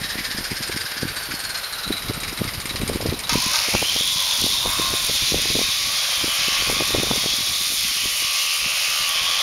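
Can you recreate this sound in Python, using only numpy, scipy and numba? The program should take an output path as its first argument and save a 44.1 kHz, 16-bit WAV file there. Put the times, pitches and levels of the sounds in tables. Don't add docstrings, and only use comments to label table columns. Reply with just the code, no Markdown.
import sys
import numpy as np
from scipy import signal
from scipy.fft import rfft, irfft, next_fast_len
from scipy.io import wavfile
from numba import njit

SR = 44100
rng = np.random.default_rng(int(sys.argv[2]) if len(sys.argv) > 2 else 0)


def wav_out(sig):
    wavfile.write(sys.argv[1], SR, np.round(np.clip(np.atleast_2d(sig).T, -1, 1) * 32767).astype(np.int16))


def ratio_of_db(decibels):
    return 10 ** (np.asarray(decibels, float) / 20)


N = 415422
PRESSED_S = 3.294


def rms_one(x):
    return x / np.sqrt(np.mean(x ** 2) + 1e-20)


def in_time(rows):
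    s, *columns = np.transpose(rows)
    return [np.interp(np.arange(N) / SR, s, c) for c in columns]


def colour(x, spectrum):
    hz, db = np.transpose(spectrum)
    size = next_fast_len(N)
    bins_hz = np.fft.rfftfreq(size, 1 / SR)
    gain = ratio_of_db(np.interp(np.log(bins_hz + 1), np.log(hz), db, left=-80, right=-80))
    return irfft(rfft(x, size) * rms_one(gain), size)[:N]


def drift(rate_hz):
    r = np.exp(-2 * np.pi * rate_hz / SR)
    slow = signal.lfilter([1], [1, -2 * r, r * r], rng.standard_normal(N + SR))
    return rms_one(slow[SR:])


@njit
def glide(x, cosine, r):
    y = np.zeros(len(x))
    for i in range(2, len(x)):
        y[i] = x[i] - x[i - 2] + 2 * r * cosine[i] * y[i - 1] - r * r * y[i - 2]
    return y


def resonance(x, hz, width_hz):
    r = np.exp(-np.pi * width_hz / SR)
    return (1 - r * r) / 2 * glide(x, np.cos(2 * np.pi * hz / SR) * np.ones(N), r)


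def gritty(spread_db):
    return rms_one(rng.standard_normal(N) * ratio_of_db(spread_db * drift(800)))


def add(track, s, piece):
    i = max(round(s * SR), 0)
    track[i:i + len(piece)] += piece[:N - i]


# time in seconds, level in dB.
GUSTS = [(0, -40.5), (.6, -46.5), (1.3, -41.5), (1.6, -46), (2.0, -40.5), (2.6, -37), (3.1, -38),
         (3.5, -44), (4.2, -44.5), (4.5, -38), (5.3, -39), (5.85, -42), (6.1, -48.5), (6.8, -38),
         (7.2, -42), (7.9, -46.5), (8.5, -52.5), (9.42, -45)]
# time in seconds, peak in dB, width in ms.
POPS = [(0.018, -21.5, 2.1), (0.157, -21.5, 1.5), (0.3483, -23, 2), (0.387, -19.5, 1.3),
        (0.5187, -13.5, 1.4), (0.6094, -22, 1.9), (0.6988, -17.5, 1.1), (0.766, -20, 1.8),
        (1.032, -12, 1.2), (1.055, -16, 1.6), (1.3414, -21, 1.6), (1.907, -10.5, 1.3),
        (2.1001, -12.5, 1.57), (2.178, -21, 1.7), (2.33, -22, 1.3), (2.4178, -9.5, 1), (2.452, -18, 1.6),
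        (2.6568, -21, 1.5), (2.7134, -22, 1.2), (2.8351, -11, 2), (2.899, -8, 0.86), (2.9166, -15, 1.1),
        (2.9598, -10.5, 1.2), (3.007, -15, 0.66), (3.06, -8, 0.88), (3.092, -14, 3.6), (3.126, -9.5, 1.1),
        (3.327, -16, 1.5), (3.3568, -7, 1.05), (3.466, -20, 1.9)]
# time in seconds, peak in dB, width in ms.
LATE_POPS = [(3.7404, -12.5, 0.5), (3.7513, -7, 0.42), (3.827, -9.5, 0.51), (3.9633, -17, 0.62),
             (4.0101, -18.5, 0.98), (4.443, -12.5, 1.5), (4.466, -14.5, 0.67), (4.66, -10, 0.53),
             (4.7979, -14, 1.05), (4.9396, -15, 1), (5.0975, -14.5, 0.89), (5.322, -16.5, 1),
             (5.345, -7.5, 0.84), (5.458, -18, 0.62), (5.503, -17, 1.4), (5.5552, -11, 1),
             (5.592, -12, 0.69), (6.244, -12.5, 1.1), (6.485, -21, 0.93), (6.6999, -10, 0.58),
             (6.73, -16, 1), (6.808, -10, 0.47), (6.9498, -5.5, 0.74), (6.985, -10, 1.15),
             (7.0342, -12, 0.9), (7.113, -7, 0.48), (7.2419, -17.5, 0.67), (7.4082, -25, 0.98),
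             (8.0584, -19.5, 1.6), (8.663, -26, 1.7)]
# time in seconds, peak in dB.
SMALL_POPS = [(2.112, -16), (2.753, -22), (2.8202, -20), (2.882, -32), (2.9274, -25), (3.026, -16),
              (3.072, -20), (3.6874, -19.5), (3.76, -25), (4.4222, -24), (4.6753, -23), (5.387, -21),
              (5.3977, -21), (5.513, -21), (5.5662, -15), (5.616, -15), (6.281, -22), (6.6244, -21),
              (6.675, -20), (6.7703, -21), (6.824, -15), (6.9076, -19), (7.001, -15.5), (7.072, -17),
              (7.136, -19), (7.162, -18), (7.2613, -15.5), (7.723, -27), (8.225, -29), (9.16, -32)]
# time in seconds, peak in dB, width in ms.
DULL_POPS = [(0.048, -27, 1.4), (0.189, -21, 1.6), (0.209, -25, 1.6), (0.311, -31, 1.8), (0.409, -25, 1.6),
             (0.749, -23, 1.8), (0.847, -28, 2.3), (0.92, -30, 2), (0.969, -30, 1.6), (1.068, -36, 1.6),
             (1.169, -46, 1.8), (1.29, -30, 1.4), (1.325, -29, 1.3), (2.581, -22, 2.9), (4.16, -28, 2.3),
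             (7.121, -23, 1.3), (7.18, -24, 1.6), (7.289, -30, 1.2), (7.339, -26.5, 1.4), (7.388, -26, 1.6),
             (7.704, -33, 1.6), (7.739, -37, 2), (7.789, -50, 1.6), (7.849, -37, 1.6), (7.916, -38, 1.2),
             (7.969, -33, 1.2), (8.04, -34, 1.9), (8.249, -34, 2.5)]
# frequency in Hz, level in dB per Hz.
WIND = [(15, -14), (40, -0.5), (100, -3.5), (200, -8), (350, -13), (600, -21.5)]
# frequency in Hz, level in dB per Hz.
FLUTTER = [(40, -6), (150, 4), (350, 1), (700, -10.5), (1400, -17)]
SMALL_POP_MS = 0.85
TRAIL_S, TRAIL_LOSS_DB = 0.014, 15.5
HEAVE_S, HEAVE_DB = 0.2, -35
STRAY_PER_S, STRAY_DB = 3.0, 7


def wind():
    gust_db, = in_time(GUSTS)
    eddies = POPS + LATE_POPS
    trails = []
    for (s, db, width_ms), pair in zip(eddies, rng.random((len(eddies), 2, 2))):
        for k, (late, weak) in enumerate(pair, start=1):
            delay = TRAIL_S * k * (0.55 + 0.795 * late)
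            trails.append((s + delay, db - TRAIL_LOSS_DB * k * (0.5 + weak), width_ms))
    strays = []
    for s in np.cumsum(rng.exponential(1, 80)) / STRAY_PER_S:
        if 0.02 < s < N / SR - 0.05:
            strays.append((s, gust_db[int(s * SR)] + STRAY_DB, 1.5))
    small = [(s, db, SMALL_POP_MS) for s, db in SMALL_POPS]

    heave, flurry, pops = np.zeros((3, N))
    for s, db, width_ms in eddies:
        add(heave, s - HEAVE_S / 2, ratio_of_db(db + HEAVE_DB) * np.hanning(round(HEAVE_S * SR)))
    pushes = np.where(rng.random(300) < 0.92, 1, -1)
    for (s, db, width_ms), push in zip(eddies + small + trails + strays + DULL_POPS, pushes):
        t = np.arange(-0.006, 0.006, 1 / SR) / (width_ms * 0.00064)
        add(pops, s - 0.006, push * ratio_of_db(db) * (1 - 0.74 * t ** 2) * np.exp(-0.45 * t ** 2))
        add(flurry, s - 0.012, ratio_of_db(db) * np.hanning(round(0.019 * SR)))
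    swell = (ratio_of_db(gust_db - 3.5) + heave) * ratio_of_db(4 * drift(25))
    rumble = colour(swell * rng.standard_normal(N), WIND)
    flutter = ratio_of_db(-14) * colour(flurry * rng.standard_normal(N), FLUTTER)
    return rumble + pops + flutter


# time in seconds, peak in dB, low ring in dB, middle ring in dB, bright ring in dB.
SKIPS = [(0.002, -26, -37, -28, -34), (0.0364, -24.5, -32, -19.5, -37), (0.094, -22.5, -36, -24, -33),
         (0.1824, -22, -20, -26, -40), (0.2434, -20.5, -27.5, -22.5, -32), (0.306, -19.5, -31, -24, -38),
         (0.3744, -18.5, -30, -31, -33), (0.443, -18, -25, -31, -34), (0.5062, -17.5, -22.5, -50, -33),
         (0.5621, -18.5, -23, -30, -33), (0.625, -17.5, -24.5, -28, -33), (0.6759, -24, -27, -30, -31),
         (0.7158, -25, -25, -22, -35), (0.7632, -18.5, -23, -32, -30), (0.8051, -22, -25, -26, -32.5),
         (0.854, -21.5, -35, -28, -45), (0.9094, -24, -28, -29, -41), (0.9697, -20, -24.5, -27, -42),
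         (1.014, -23, -26, -28, -35), (1.0794, -30, -25, -24, -36), (1.161, -28, -31, -24, -31),
         (1.2244, -26, -32, -36, -34), (1.3089, -20, -23, -36, -36), (1.3399, -22, -27, -40, -33.5),
         (1.3904, -23, -35, -34, -32), (1.4396, -22.5, -29, -29.5, -31), (1.493, -24, -28, -31, -31),
         (1.5454, -23, -25, -27, -35), (1.572, -26, -28, -34, -34), (1.6322, -32, -29, -25.5, -35),
         (1.724, -33, -28, -22, -34)]
# time in seconds, then four levels in dB.
SLOW_SKIPS = [(1.7838, -24, -38, -35, -37), (1.833, -35.5, -32, -17.5, -36), (1.875, -34, -29, -32, -35),
              (1.9214, -38, -26, -19, -36), (1.9667, -32, -25, -28, -35), (2.0194, -26, -28, -43, -36),
              (2.0824, -25, -26, -32, -40), (2.1335, -27, -25.5, -37, -35.5), (2.201, -26, -25.5, -34, -32),
              (2.2333, -26, -24.5, -30, -37), (2.279, -21, -23, -41, -35), (2.3246, -27, -34, -42, -38),
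              (2.374, -28, -24, -32, -35), (2.4415, -29, -28, -27, -34), (2.476, -21, -27, -35, -37),
              (2.536, -22.5, -29, -36, -37), (2.601, -24, -30, -32, -32), (2.6553, -26, -24, -34, -33),
              (2.692, -29, -23, -25, -38), (2.758, -23.5, -25.5, -29, -35.5), (2.813, -37, -27, -27, -34),
              (2.877, -24, -25, -34, -30), (2.931, -30, -29, -27, -34), (2.9572, -31, -28, -36, -37),
              (3.0106, -23, -29, -35, -35), (3.0626, -23, -29, -33, -36), (3.095, -29, -24.5, -28, -43),
              (3.1314, -30, -33, -28, -39), (3.19, -23.5, -26, -41, -33), (3.236, -30, -35, -25, -38),
              (3.271, -27, -28, -28, -40)]
# time in seconds, upper whine in Hz, lower whine in Hz, upper level in dB, lower level in dB.
COAST = [
    (0, 5180, 1860, -44, -29),
    (.6, 4920, 1630, -51, -31),
    (1.2, 4520, 1580, -37.5, -28),
    (1.6, 4190, 1540, -35.5, -29),
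    (2.0, 3900, 1360, -33.5, -31),
    (2.25, 3870, 1310, -40, -32.5),
    (2.6, 3920, 1190, -47, -36),
    (3.28, 3900, 1010, -48, -37),
    (3.5, 3800, 960, -70, -70),
]
# frequency in Hz, width in Hz, level in dB.
DISC = [
    (2155, 620, -2),
    (3893, 190, -0.5),
    (4950, 560, 0),
    (4520, 350, -12),
    (6940, 84, -2),
    (8330, 1360, -1),
]
# frequency in Hz, level in dB per Hz.
SCRAPE = [(500, -42), (1200, -4), (2200, -7), (3200, 8), (4500, 12.5), (6000, 3), (8800, 5), (10500, -8),
          (15000, -14)]
# frequency in Hz, level in dB per Hz.
AIR = [(200, -23), (450, -2), (600, -1), (1500, 0), (3000, 0), (5000, -1), (6500, -10), (9500, -4.5),
       (11000, -3), (12000, -1), (13200, -14.5), (16000, -18)]
SKIP_S, SKIP_SHARE_OF_GAP, SKIP_SHORTENS_PER_S = 0.016, 0.28, 0.0026
MEAN_SKIP_DB, COLOUR_SWING = -16.5, 1.43
RING_SPREAD_DB = 1.5
TICK_S, TICK_SHARE, BOUNCE_S, BOUNCE_SHARE = 0.0023, 0.39, 0.016, 0.4
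AIR_DB, AIR_LOADED_DB = -32.5, -46.5


def skipping():
    upper_hz, lower_hz, upper_db, lower_db = in_time(COAST)
    skips = np.array(SKIPS + SLOW_SKIPS)
    starts = skips[:, 0]
    gaps = np.diff(starts, append=PRESSED_S + 0.0096)
    lengths = SKIP_S + SKIP_SHARE_OF_GAP * gaps - SKIP_SHORTENS_PER_S * starts
    levels = MEAN_SKIP_DB + COLOUR_SWING * (skips[:, 1:] - skips[:, 1:].mean(axis=0))
    chance = rng.standard_normal((len(skips), len(DISC)))
    touch, strikes = np.zeros(N), np.zeros((len(DISC), N))
    for s, (db, low_db, middle_db, bright_db), length, luck in zip(starts, levels, lengths, chance):
        rise = max(0.013 - 0.0058 * s, 0.0004)
        t = np.arange(round(3.2 * length * SR)) / SR
        tick = s * TICK_SHARE * np.exp(-t / TICK_S)
        bounce = BOUNCE_SHARE * np.exp(-((t - BOUNCE_S) / 0.0022) ** 2)
        shape = (1 - np.exp(-t / rise)) * (np.exp(-(t / length) ** 1.37) + tick + bounce)
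        add(touch, s - 0.54 * rise, ratio_of_db((db + middle_db) / 2) * shape)
        rings_db = [low_db, middle_db, db, db, (db + bright_db) / 2, bright_db]
        for strike, (hz, width_hz, mode_db), own, ring_db in zip(strikes, DISC, luck, rings_db):
            add(strike, s - 0.78 * rise, shape * ratio_of_db(mode_db + ring_db - 5.5 + RING_SPREAD_DB * own))

    scrape = ratio_of_db(-16.5) * colour(touch * gritty(0.95), SCRAPE)
    noise = gritty(2.5)
    rung = np.zeros(N)
    for strike, (hz, width_hz, _) in zip(strikes, DISC):
        rung += ratio_of_db(2.5) * resonance(resonance(strike * noise, hz, width_hz), hz, 2 * width_hz)
    shaken = (0.028 + touch) / 0.12 * gritty(1.1)
    upper = ratio_of_db(upper_db + 24.5) * resonance(shaken, upper_hz * (1 + 0.0036 * drift(29)), 96)
    lower = ratio_of_db(lower_db + 11.5) * resonance(shaken + 0.53 * gritty(1.6), lower_hz, 224)
    air_db = np.interp(np.arange(N) / SR, [PRESSED_S, PRESSED_S + 0.13], [AIR_DB, AIR_LOADED_DB])
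    air = ratio_of_db(air_db + drift(41)) * colour(rng.standard_normal(N), AIR)
    return scrape + rung + upper + lower + air


# time in seconds, peak in dB, 60 dB decay in seconds.
BITES = [
    (3.294, -11, 0.07),
    (3.332, -12, 0.037),
    (3.535, -19, 0.21),
    (3.561, -22, 0.049),
    (3.589, -19, 0.044),
]
# time in seconds, peak in dB.
SNAGS = [
    (3.5344, -11),
    (3.547, -10),
    (3.5578, -4),
    (3.5724, -11),
    (3.5893, -6),
    (3.6004, -9),
]
# frequency in Hz, level in dB per Hz.
GRIND = [(1500, -63), (1900, -7), (2400, -1), (3200, -1), (4000, 4), (5500, 3), (7000, -3.5)]
# frequency in Hz, level in dB per Hz.
GRIT = [(5000, -16), (7000, -6.5), (9000, -7), (10500, -6.5), (12000, -11.5), (13500, -17.5),
        (16000, -18.5)]


def bites():
    blows = np.zeros(N)
    for s, db, t60 in BITES:
        t = np.arange(round(t60 * SR)) / SR
        add(blows, s, ratio_of_db(db - 60 * t / t60))
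    blows *= 0.51 * rng.standard_normal(N)
    for s, db, t60 in BITES:
        add(blows, s, ratio_of_db([db + 8]))
    snaps = np.zeros(N)
    for s, db in SNAGS:
        add(snaps, s, ratio_of_db(db - 300 * np.arange(0, 0.003, 1 / SR) / 0.06))
    snaps *= rng.standard_normal(N)

    crack = ratio_of_db(-6) * colour(blows, GRIT) + ratio_of_db(-3) * colour(blows, GRIND)
    snapping = ratio_of_db(-7.5) * (colour(snaps, GRIND) + 0.44 * colour(snaps, GRIT))
    guard_modes = [(945, 3), (1240, 4), (1540, 4.5), (2150, 3), (2580, -2)]   # Hz, dB
    guard = sum(ratio_of_db(db + 15) * resonance(blows, hz, 44) for hz, db in guard_modes)
    return crack + snapping + guard


def worn_face(turns, rate_hz):
    faces = irfft(np.exp(2j * np.pi * rng.random((4, 161))), 2048, axis=1)
    at = (turns % 1 * 2048).astype(int)
    wear = np.array([drift(rate_hz) for face in faces])
    return rms_one(np.sum(wear * faces[:, at], axis=0) / np.sqrt(np.sum(wear ** 2, axis=0)))


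# time in seconds, speed in turns per second.
SPEED = [(3.3, 44), (3.75, 70), (4.02, 92.5), (4.9, 97), (5.3, 93), (5.65, 97.5), (5.85, 95), (6.2, 85.5),
         (6.48, 82.3), (6.75, 91.5), (7.05, 94.3), (7.3, 91.8), (7.73, 96.4), (7.92, 83), (8.27, 77.6),
         (8.95, 78.6), (9.2, 83.5), (9.42, 92.5)]
# time in seconds, rim pressure in dB, flat contact in dB, throb per turn from 0 to 1.
PRESS = [(3.294, -24.5, -28, 0.2), (3.45, -21.5, -32, 0.44), (3.75, -21.5, -33, 0.2),
         (4.05, -22.5, -33, 0.3), (4.3, -20.5, -53, 0.27), (4.55, -23, -55, 0.1), (4.69, -26.5, -30.5, 0.2),
         (4.91, -24.5, -32, 0), (5.15, -22, -31.5, 0), (5.6, -22.5, -28, 0), (6.2, -23.5, -31, 0),
         (6.45, -22, -25.5, .2), (6.89, -24, -26.5, 0.2), (7.3, -22.5, -35, 0), (7.9, -23.5, -29.5, 0),
         (8.35, -23, -30.5, 0), (8.75, -24.5, -29.5, 0), (9.42, -22.5, -27.5, 0.27)]
# time in seconds, ring in dB, ring in Hz, looseness from 0 to 2, hum of the wall in dB.
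GRIP = [(3.294, -35, 1000, 1.5, -45), (3.5, -33, 1035, 1.1, -37), (3.65, -51, 1060, 1.8, -35),
        (4.1, -40.5, 1040, 1.7, -41.5), (4.32, -36, 960, 1.4, -37.5), (4.52, -39, 1030, 1.6, -39.5),
        (4.68, -29.5, 1035, 1.2, -36), (4.92, -35, 1060, 0.21, -36), (5.15, -46.5, 1040, 0.74, -41),
        (5.75, -39, 1130, 0.85, -42.5), (6.15, -37.5, 1150, 0.28, -37), (6.75, -34, 1112, 0.35, -37),
        (7.3, -41, 1095, 0.6, -38), (7.9, -43, 1140, 1.1, -44.5), (8.2, -40, 1150, 0.23, -42.5),
        (8.38, -34, 1137, 0.086, -41.5), (8.85, -39.5, 1185, 0.22, -38.5), (9.42, -34, 1126, 0.61, -35)]
# time in seconds, level in dB, centre of the whine in Hz.
MESH = [(3.3, -59, 1650), (3.7, -29, 2370), (4.0, -22.5, 3460), (4.6, -23.5, 3550), (4.85, -26.5, 3610),
        (5.3, -26, 3420), (5.65, -25, 3640), (6.0, -28, 3420), (6.5, -27.5, 2950), (6.9, -27.5, 3600),
        (7.3, -26, 3380), (7.7, -27.5, 3620), (7.9, -29.5, 3130), (8.1, -28, 2960), (8.6, -27, 2760),
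        (9.05, -28, 2860), (9.42, -21.5, 3400)]
# time in seconds, level in dB.
SHED = [(3.3, 2), (3.6, 0), (4.1, 0), (4.5, 0), (4.8, 0), (5.2, -0.2), (5.8, -1), (6.3, 0), (6.7, -1.3),
        (7.1, -0.3), (7.7, 1.4), (8.3, 0.4), (9.0, 0), (9.42, -4)]
# time in seconds, peak in dB.
SPARKS = [(3.6388, -16), (3.7046, -18), (3.7356, -17), (4.0249, -23), (4.0364, -19), (4.0583, -17),
          (4.0698, -16), (4.1147, -19), (4.1362, -22), (4.1816, -20), (4.2015, -20), (4.202, -17),
          (4.224, -12), (4.3367, -15), (4.3532, -18), (4.3801, -20), (4.4011, -15), (4.414, -11),
          (4.4415, -19), (4.4624, -10), (4.4819, -19), (4.7039, -21), (4.7039, -18), (4.7143, -19),
          (4.7343, -11), (4.7792, -15), (4.7887, -14), (4.7982, -18), (4.8096, -16), (4.82, -10),
          (4.861, -21), (4.8919, -21), (4.9034, -12), (4.9643, -12), (5.0266, -18), (5.0476, -12),
          (5.0665, -11), (5.4177, -11), (5.6667, -20), (5.6871, -19), (5.8637, -18), (7.0316, -21),
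          (7.0316, -12), (7.1483, -20), (7.1603, -10), (7.1917, -21), (7.2246, -18), (7.2685, -18),
          (7.3015, -13), (7.3663, -15), (8.0079, -16), (8.0443, -18), (8.1485, -19), (8.3117, -17),
          (8.3371, -14), (8.9028, -14), (9.0295, -17), (9.0799, -19), (9.0924, -10), (9.3463, -18)]
# frequency in Hz, level in dB per Hz.
WALL = [(430, -15), (520, 3.5), (700, 3), (900, 2), (1350, 5), (1800, 2.5), (2300, 3)]
# frequency in Hz, width in Hz, level in dB.
LOADED = [
    (2280, 540, -2.5),
    (2530, 170, 2.5),
    (3015, 360, -0.5),
    (4500, 230, -1.5),
    (5140, 200, -7.5),
]
GRIT_DB, GRIT_LATE_DB, BED_IN_S = -27.5, -10, 0.052
SPARK_S, SPARK_DB = 0.00086, -7


def grinding():
    speed, = in_time(SPEED)
    grind_db, disc_db, throb = in_time(PRESS)
    guard_db, guard_hz, loose, wall_db = in_time(GRIP)
    gear_db, gear_hz = in_time(MESH)
    shed_db, = in_time(SHED)
    since_pressed = np.arange(N) / SR - PRESSED_S
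    turns = np.cumsum(speed * (1 + 0.0012 * drift(6))) / SR
    throb = np.clip(throb, 0, 1)
    high_spot = np.exp(1.7 * (np.cos(2 * np.pi * turns) - 1))
    high_spot = rms_one(high_spot * ratio_of_db(np.cos(np.pi * turns) + 1.2 * drift(37)))

    body_throb = 1 - 1.14 * throb + 0.53 * throb * high_spot
    body = colour(gritty(1) * body_throb, GRIND) * ratio_of_db(1.6 * drift(10.7) - 3.5)
    body += 0.45 * colour(worn_face(turns, 4), GRIND)

    grit_db = GRIT_DB + shed_db + GRIT_LATE_DB * np.exp(-np.abs(since_pressed) / BED_IN_S)
    grit = colour(gritty(2.1) * (1 - throb + throb * high_spot), GRIT) * ratio_of_db(grit_db + 1.16 * drift(11))
    sparks = np.zeros(N)
    t = np.arange(0, 6 * SPARK_S, 1 / SR) / SPARK_S
    for s, db in SPARKS:
        add(sparks, s - SPARK_S, ratio_of_db(db + SPARK_DB) * np.e * t * np.exp(-t))
    grit += colour(sparks * gritty(1), GRIT)

    knocks = rms_one(np.diff(np.floor(turns), prepend=0) * ratio_of_db(1.5 * drift(8)))
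    face = 0.67 * worn_face(turns, 3)
    rattle = 0.9 * knocks + 0.3 * face + 1.15 * loose * rng.standard_normal(N)
    rattle /= np.sqrt(1 + loose ** 2)
    guard = resonance(rattle, guard_hz * (1 + 0.04 * loose * drift(8)), 140)
    guard = rms_one(resonance(resonance(guard, guard_hz, 260), 1.04 * guard_hz, 300))

    wall = colour(0.6 * face + gritty(2), WALL) * ratio_of_db(wall_db + 1.2 * drift(3.7))

    rubbing = 0.3 * knocks + 0.8 * face + gritty(1.6)
    disc = np.zeros(N)
    for hz, width_hz, db in LOADED:
        disc += ratio_of_db(db + 1.6 * drift(12)) * resonance(rubbing, hz * (1 + 0.015 * drift(3)), width_hz)
    disc = rms_one(disc)

    slack = 0.018 + 0.0012 * np.clip(94 - speed, 0, 16)
    mesh = 0.5 * knocks + (0.8 * face + 0.85 * gritty(2.8)) * (1 - 0.45 * throb + 0.45 * throb * high_spot)
    gear = resonance(mesh, gear_hz * (1 + slack * drift(30)), 420)
    gear = rms_one(resonance(gear, gear_hz, 1000))

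    rings = ratio_of_db(guard_db - 0.8 + 1.2 * drift(10)) * guard
    rings += ratio_of_db(gear_db - 1.5 + 1.3 * drift(25)) * gear
    rings += ratio_of_db(disc_db) * disc
    pressed = np.clip(since_pressed / 0.00091, 0, 1)
    return pressed * (ratio_of_db(grind_db) * body + grit + wall + rings)


def scene():
    tool = skipping() + bites() + grinding()
    add(tool, 0.0431, ratio_of_db(-18) * tool.copy())
    return (wind() + tool)[None]


def low_pass(x):
    return signal.sosfilt(signal.butter(12, 15740, fs=SR, output="sos"), x)


DEAD_HZ, DEAD_WIDTH_HZ, TOP_HZ = 7880, 1980, 15740


def record(dry):
    r, cosine = np.exp(-np.pi * DEAD_WIDTH_HZ / SR), np.cos(2 * np.pi * DEAD_HZ / SR)
    zeros = (1 + r * r) / 2 * np.array([1, -2 * cosine, 1])
    poles = [1, -(1 + r * r) * cosine, r * r]
    notched = signal.lfilter(zeros, poles, dry)
    top_cut = signal.ellip(12, 0.5, 70, TOP_HZ, fs=SR, output="sos")
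    mix = signal.sosfilt(top_cut, notched)
    return low_pass(mix)


dry = scene()
out = record(dry)
wav_out(out)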